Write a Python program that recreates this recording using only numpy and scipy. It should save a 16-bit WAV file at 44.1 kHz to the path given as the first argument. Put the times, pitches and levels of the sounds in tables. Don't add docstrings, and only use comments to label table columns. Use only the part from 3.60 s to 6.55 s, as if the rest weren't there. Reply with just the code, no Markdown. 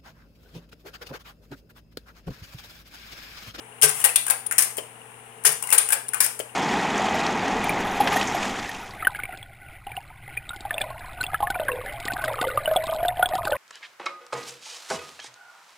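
import sys
import numpy as np
from scipy import signal
from scipy.fft import rfft, irfft
from scipy.io import wavfile
from scipy.ndimage import uniform_filter1d

SR = 44100
rng = np.random.default_rng(int(sys.argv[2]) if len(sys.argv) > 2 else 0)


def int16_out(signal):
    q = np.round(np.clip(np.atleast_2d(signal).T, -1, 1) * 32767)
    wavfile.write(sys.argv[1], SR, q.astype(np.int16))


N = 130095

# t/s, level/dB, chatter/s
CLUNK_BLOWS = [(.2212, -7.5, 0.0017), (.230, -5, 0.011), (1.852, -8.5, 0.003), (1.862, -7.5, 0.0071)]
# f/Hz, density/dB
TICK_COLOUR = [(250, -47.5), (800, -9), (2800, -9.5), (4000, -19.5), (7000, -9), (9500, 6.5), (12000, -8)]
# f/Hz, level/dB re the blow, t60/s
FRAME_MODES = [(830, -18, 0.081), (1563, -13, 0.092), (2865, -13.5, 0.044), (3417, -19, 0.065)]


def undb(db):
    return 10 ** (np.asarray(db) / 20)


def unit(x):
    return x / np.sqrt(np.mean(x ** 2))


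def along(points, hz):
    p = np.array(points, float)
    return np.interp(np.log(hz + 1), np.log(p[:, 0]), p[:, 1])


def colour(x, points, keep_power=True):
    size = 2048
    gain = undb(along(points, np.fft.rfftfreq(size, 1 / SR)))
    cepstrum = irfft(np.log(unit(gain) if keep_power else gain))
    cepstrum[1:size // 2] *= 2
    cepstrum[size // 2 + 1:] = 0
    impulse = irfft(np.exp(rfft(cepstrum)))
    return signal.fftconvolve(x, impulse)[:len(x)]


def blend(a, b, like):
    return np.array([a, like * a + np.sqrt(1 - like ** 2) * b])


def diffuse(count):
    crossover_hz = 530
    a, b = rfft(rng.standard_normal((2, count)))
    like = 1 / (1 + (np.fft.rfftfreq(count, 1 / SR) / crossover_hz) ** 4)
    return irfft(blend(a, b, like), count)


def ring(modes, t):
    total = 0
    for hz, db, t60 in modes:
        detune = 1 + 0.0045 * rng.standard_normal()
        swell = 1 - np.exp(-t / (.05 * t60))
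        decay = np.exp(-np.log(1000) * t / t60)
        total = total + undb(db) * np.sin(2 * np.pi * hz * detune * t) * swell * decay
    return total


def part(blows, shape, decay_s, modes=(), right_db=0):
    rise_s, rough_db, likeness = 0.0001, 2.8, 0.13
    t = np.arange(SR // 3) / SR
    out, rings = np.zeros((2, N + len(t))), np.zeros(N + len(t))
    for start, db, chatter_s in blows:
        roughness = unit(uniform_filter1d(rng.standard_normal(len(t)), size=30))
        grain = undb(rough_db * roughness)
        env = np.minimum(t / rise_s, 1) * np.exp(-np.maximum(t - chatter_s, 0) / decay_s)
        a, b = rng.standard_normal((2, len(t))) * grain * env
        level = undb(db) * np.sqrt(np.sum(env ** 2) / np.sum(a ** 2))
        i = int(start * SR)
        out[:, i:i + len(t)] += level * blend(a, b, likeness)
        rings[i:i + len(t)] += undb(db) * ring(modes, t)
    left, right = (colour(c[:N], shape) + rings[:N] for c in out)
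    return np.array([left, right * undb(right_db)])


def fan():
    # f/Hz, density/dB
    air_colour = [(60, -11), (170, -2.5), (360, -6), (445, 10), (560, -4), (800, 6.5), (990, 2.5),
                  (1200, 0.5), (2600, -2.5), (2850, -2.5), (3400, -11.5), (4500, -23.5), (7000, -16.5),
                  (9600, 0), (12500, -20.5)]
    # f/Hz, level/dB (rms)
    hum_tones = [(119.9, -55.5), (239.8, -62.5)]
    # f/Hz, density/dB
    brush_colour = [(1700, -42), (2850, 61), (3900, -20)]
    air_db, brush_db, scatter_db = -43.5, -43, 2.5
    turn_hz, first_s, decay_s = 16.25, .0605, .004
    t = np.arange(N) / SR
    turns = (t - first_s) * turn_hz + 1
    size = undb(brush_db + scatter_db * rng.standard_normal(size=100))[turns.astype(int)]
    brush = size * np.exp(-(turns % 1) / turn_hz / decay_s)
    hum = sum(undb(db) * np.sqrt(2) * np.sin(2 * np.pi * (hz * t + rng.random())) for hz, db in hum_tones)
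    rush = [undb(air_db) * colour(air, air_colour) for air in diffuse(N)]
    brushing = [colour(brush * rub, brush_colour) for rub in diffuse(N)]
    return hum + np.array(rush) + np.array(brushing)


def settling(blows, count=4):
    span_s, first_db, fade_db_per_s = .07, -7, 110
    ticks = []
    for start, db, _ in blows:
        for late in span_s * np.sqrt(rng.random(count)):
            ticks.append((start + late, db + first_db - fade_db_per_s * late))
    return ticks


def light_ticks():
    # t/s, level/dB
    changer_ticks = [(0.215, -15), (0.2922, -15.5), (0.392, -31), (.402, -21), (0.6656, -17), (0.9228, -15),
                     (1.042, -17.5), (1.169, -23.5), (1.177, -22.5), (1.838, -26.5), (2.024, -17),
                     (2.071, -22), (2.103, -16), (2.2882, -16), (2.544, -14), (2.661, -14), (2.7912, -21)]
    chatter_s = 0.0029
    blows = [(start, db, chatter_s) for start, db in changer_ticks + settling(CLUNK_BLOWS)]
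    return part(blows, TICK_COLOUR, decay_s=0.0032, right_db=-3)


def rattles():
    # t/s, level/dB, f/Hz
    clinks = [(0.221, -18, 3150), (0.414, -27.5, 2950), (.491, -20, 2594), (0.681, -19.5, 1595),
              (.72, -24, 2560), (1.851, -17, 1806), (2.037, -26, 2840), (2.089, -25, 2060),
              (2.114, -20.5, 2710), (2.304, -17.5, 1587), (2.328, -19, 2370)]
    chatter_s, ring_db, t60_s = 0.0013, 5, 0.032
    return sum(part([(start, db, chatter_s)], TICK_COLOUR, decay_s=0.01, modes=[(hz, ring_db, t60_s)])
               for start, db, hz in clinks)


def clunks():
    # f/Hz, density/dB
    clunk_colour = [(230, -58), (420, -11), (600, -16), (1650, -10.5), (3300, -10), (4200, -16), (5200, -7),
                    (7600, -6.5), (9600, 4), (12000, -4), (15000, -21.5)]
    return part(CLUNK_BLOWS, clunk_colour, decay_s=0.013, modes=FRAME_MODES)


def case():
    # t/s, level/dB
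    booms = [(0.234, -22), (1.864, -29.5)]
    # f/Hz, level/dB re the boom, t60/s
    case_modes = [(145.8, -4, 0.29), (433, 5.5, 0.12)]
    t = np.arange(N) / SR
    boom = sum(undb(db) * ring(case_modes, np.maximum(t - start, 0)) for start, db in booms)
    return np.array([boom, boom])


def scrapes():
    # t/s, level/dB, length/s
    strokes = [(.345, -30, 0.083)]
    return part(strokes, TICK_COLOUR, decay_s=0.0044)


def knocks():
    # t/s, level/dB, chatter/s
    lever_blows = [(.4408, -6, 0.0098), (.7, -9, 0.0046), (2.1243, -6, 0.0067), (2.146, -18, 0.0062),
                   (2.322, -10, 0.0079)]
    # f/Hz, density/dB
    knock_colour = [(200, -45), (450, -13), (820, -7.5), (1600, -3.5), (2700, -8), (3800, -13), (6300, -11),
                    (9600, 7), (11000, 0), (15500, -8.5)]
    return part(lever_blows, knock_colour, decay_s=0.012, modes=FRAME_MODES)


def snaps():
    # t/s, level/dB, chatter/s
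    latch_blows = [(.5582, -2.5, 0.0045), (2.1792, -3.5, 0.0068)]
    # f/Hz, density/dB
    snap_colour = [(270, -37), (440, -27.5), (1400, -15), (3500, -12), (4200, -18), (7600, -10.5),
                   (9200, 7.5), (10500, -2.5), (13000, -13)]
    return part(latch_blows, snap_colour, decay_s=0.0049)


def pings():
    # t/s, level/dB, chatter/s
    spring_blows = [(.863, -20.5, 0.0099), (2.483, -20.5, 0.008)]
    # f/Hz, density/dB
    ping_colour = [(1200, -23), (5500, -24), (8000, -17), (9700, 6), (11500, -19)]
    # f/Hz, level/dB re the blow, t60/s
    spring_modes = [(9645, 2, 0.045)]
    return part(spring_blows, ping_colour, decay_s=0.0022, modes=spring_modes)


def taps():
    # t/s, level/dB, chatter/s
    tap_blows = [(.9115, -15.5, 0.0034), (1.8485, -13.5, 0.0052), (2.5338, -16.5, 0.0032)]
    # f/Hz, density/dB
    tap_colour = [(250, -39), (1100, -8.5), (1500, 7.5), (2300, -3.5), (3800, -27), (6500, -12), (8200, -7),
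                  (9700, 7), (12000, -15)]
    return part(tap_blows, tap_colour, decay_s=.0055)


def clacks():
    # t/s, level/dB, chatter/s
    shutter_blows = [(.981, -5.5, 0.007), (1.004, -17.5, 0.011), (1.021, -12, 0.0042), (2.6036, -5, 0.0034),
                     (2.625, -18, 0.02), (2.643, -14.5, 0.0035)]
    # f/Hz, density/dB
    clack_colour = [(280, -36), (900, -21), (1700, -13), (4200, -21.5), (5200, -13), (7200, -12.5),
                    (8900, -1), (11000, -4), (13500, -12.5)]
    return part(shutter_blows, clack_colour, decay_s=0.011, right_db=1.5)


def tocks():
    # t/s, level/dB, chatter/s
    rest_blows = [(1.1828, -22, 0.0022), (2.7995, -24, 0.0015)]
    # f/Hz, density/dB
    tock_colour = [(270, -22), (490, 0.5), (750, -13.5), (2550, -10.5), (3100, -0.5), (3700, -20),
                   (10000, -13.5), (13000, -17.5)]
    # f/Hz, level/dB re the blow, t60/s
    rest_modes = [(462, 5, 0.06), (530, 5, 0.035), (600, 6, 0.04)]
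    return part(rest_blows, tock_colour, decay_s=0.0075, modes=rest_modes)


def changer():
    return [(light_ticks(), 3.5), (rattles(), -3.5), (clunks(), -1.5), (case(), -7.5),
            (scrapes(), 7.5), (knocks(), -1.0), (snaps(), 1.5), (pings(), -3),
            (taps(), -5), (clacks(), -0.5), (tocks(), -9)]


def room(x):
    # f/Hz, level/dB re the sound sent in, t60/s, build-up/s
    bands = [(500, 1.5, 0.33, 0.0027), (1800, -1, 0.31, 0.0023), (8600, -9, 0.41, 0.002),
             (15000, -13.5, 0.39, 0.0015)]
    delay_s = 0.00081
    t = np.arange(SR // 2) / SR
    noise = rfft(diffuse(len(t)))
    hz_axis = np.fft.rfftfreq(len(t), 1 / SR)
    centres = np.array(bands)[:, 0]
    tail = 0
    for pick, (hz, db, t60, build_s) in zip(np.eye(len(bands)), bands):
        build = 1 - np.exp(-np.maximum(t - delay_s, 0) / build_s)
        env = build * np.exp(-np.log(1000) * t / t60)
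        band = along(np.column_stack([centres, pick]), hz_axis)
        tail = tail + undb(db) * irfft(noise * band, len(t)) * env / np.sqrt(np.sum(env ** 2))
    return signal.fftconvolve(x[None], tail, axes=1)[:, :N]


def scene():
    # f/Hz, level/dB
    right_direct = [(500, -7.5), (1500, -9.5), (5000, -5.5), (11000, -14)]
    # f/Hz, level/dB
    right_room = [(500, -6), (1800, -11), (4500, -1.5), (14000, -11.5)]
    right_lag_s = .00038
    parts = changer()
    left, right = sum(x for x, send_db in parts)
    reverb = sum(room(x[0] * undb(send_db)) for x, send_db in parts)
    around_left, around_right = fan() + reverb
    late_right = np.roll(right, int(round(right_lag_s * SR)))
    right = colour(late_right, right_direct, keep_power=False)
    return np.array([left + around_left, right + colour(around_right, right_room, keep_power=False)])


def record(dry):
    top_hz = 15900
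    clipped = dry / (1 + (dry / .92) ** 6) ** (1 / 6)
    thinned = signal.sosfilt(signal.butter(1, 45, "high", fs=SR, output="sos"), clipped)
    return signal.sosfilt(signal.ellip(10, .2, 70, top_hz, fs=SR, output="sos"), thinned)


dry = scene()
out = record(dry)
int16_out(out)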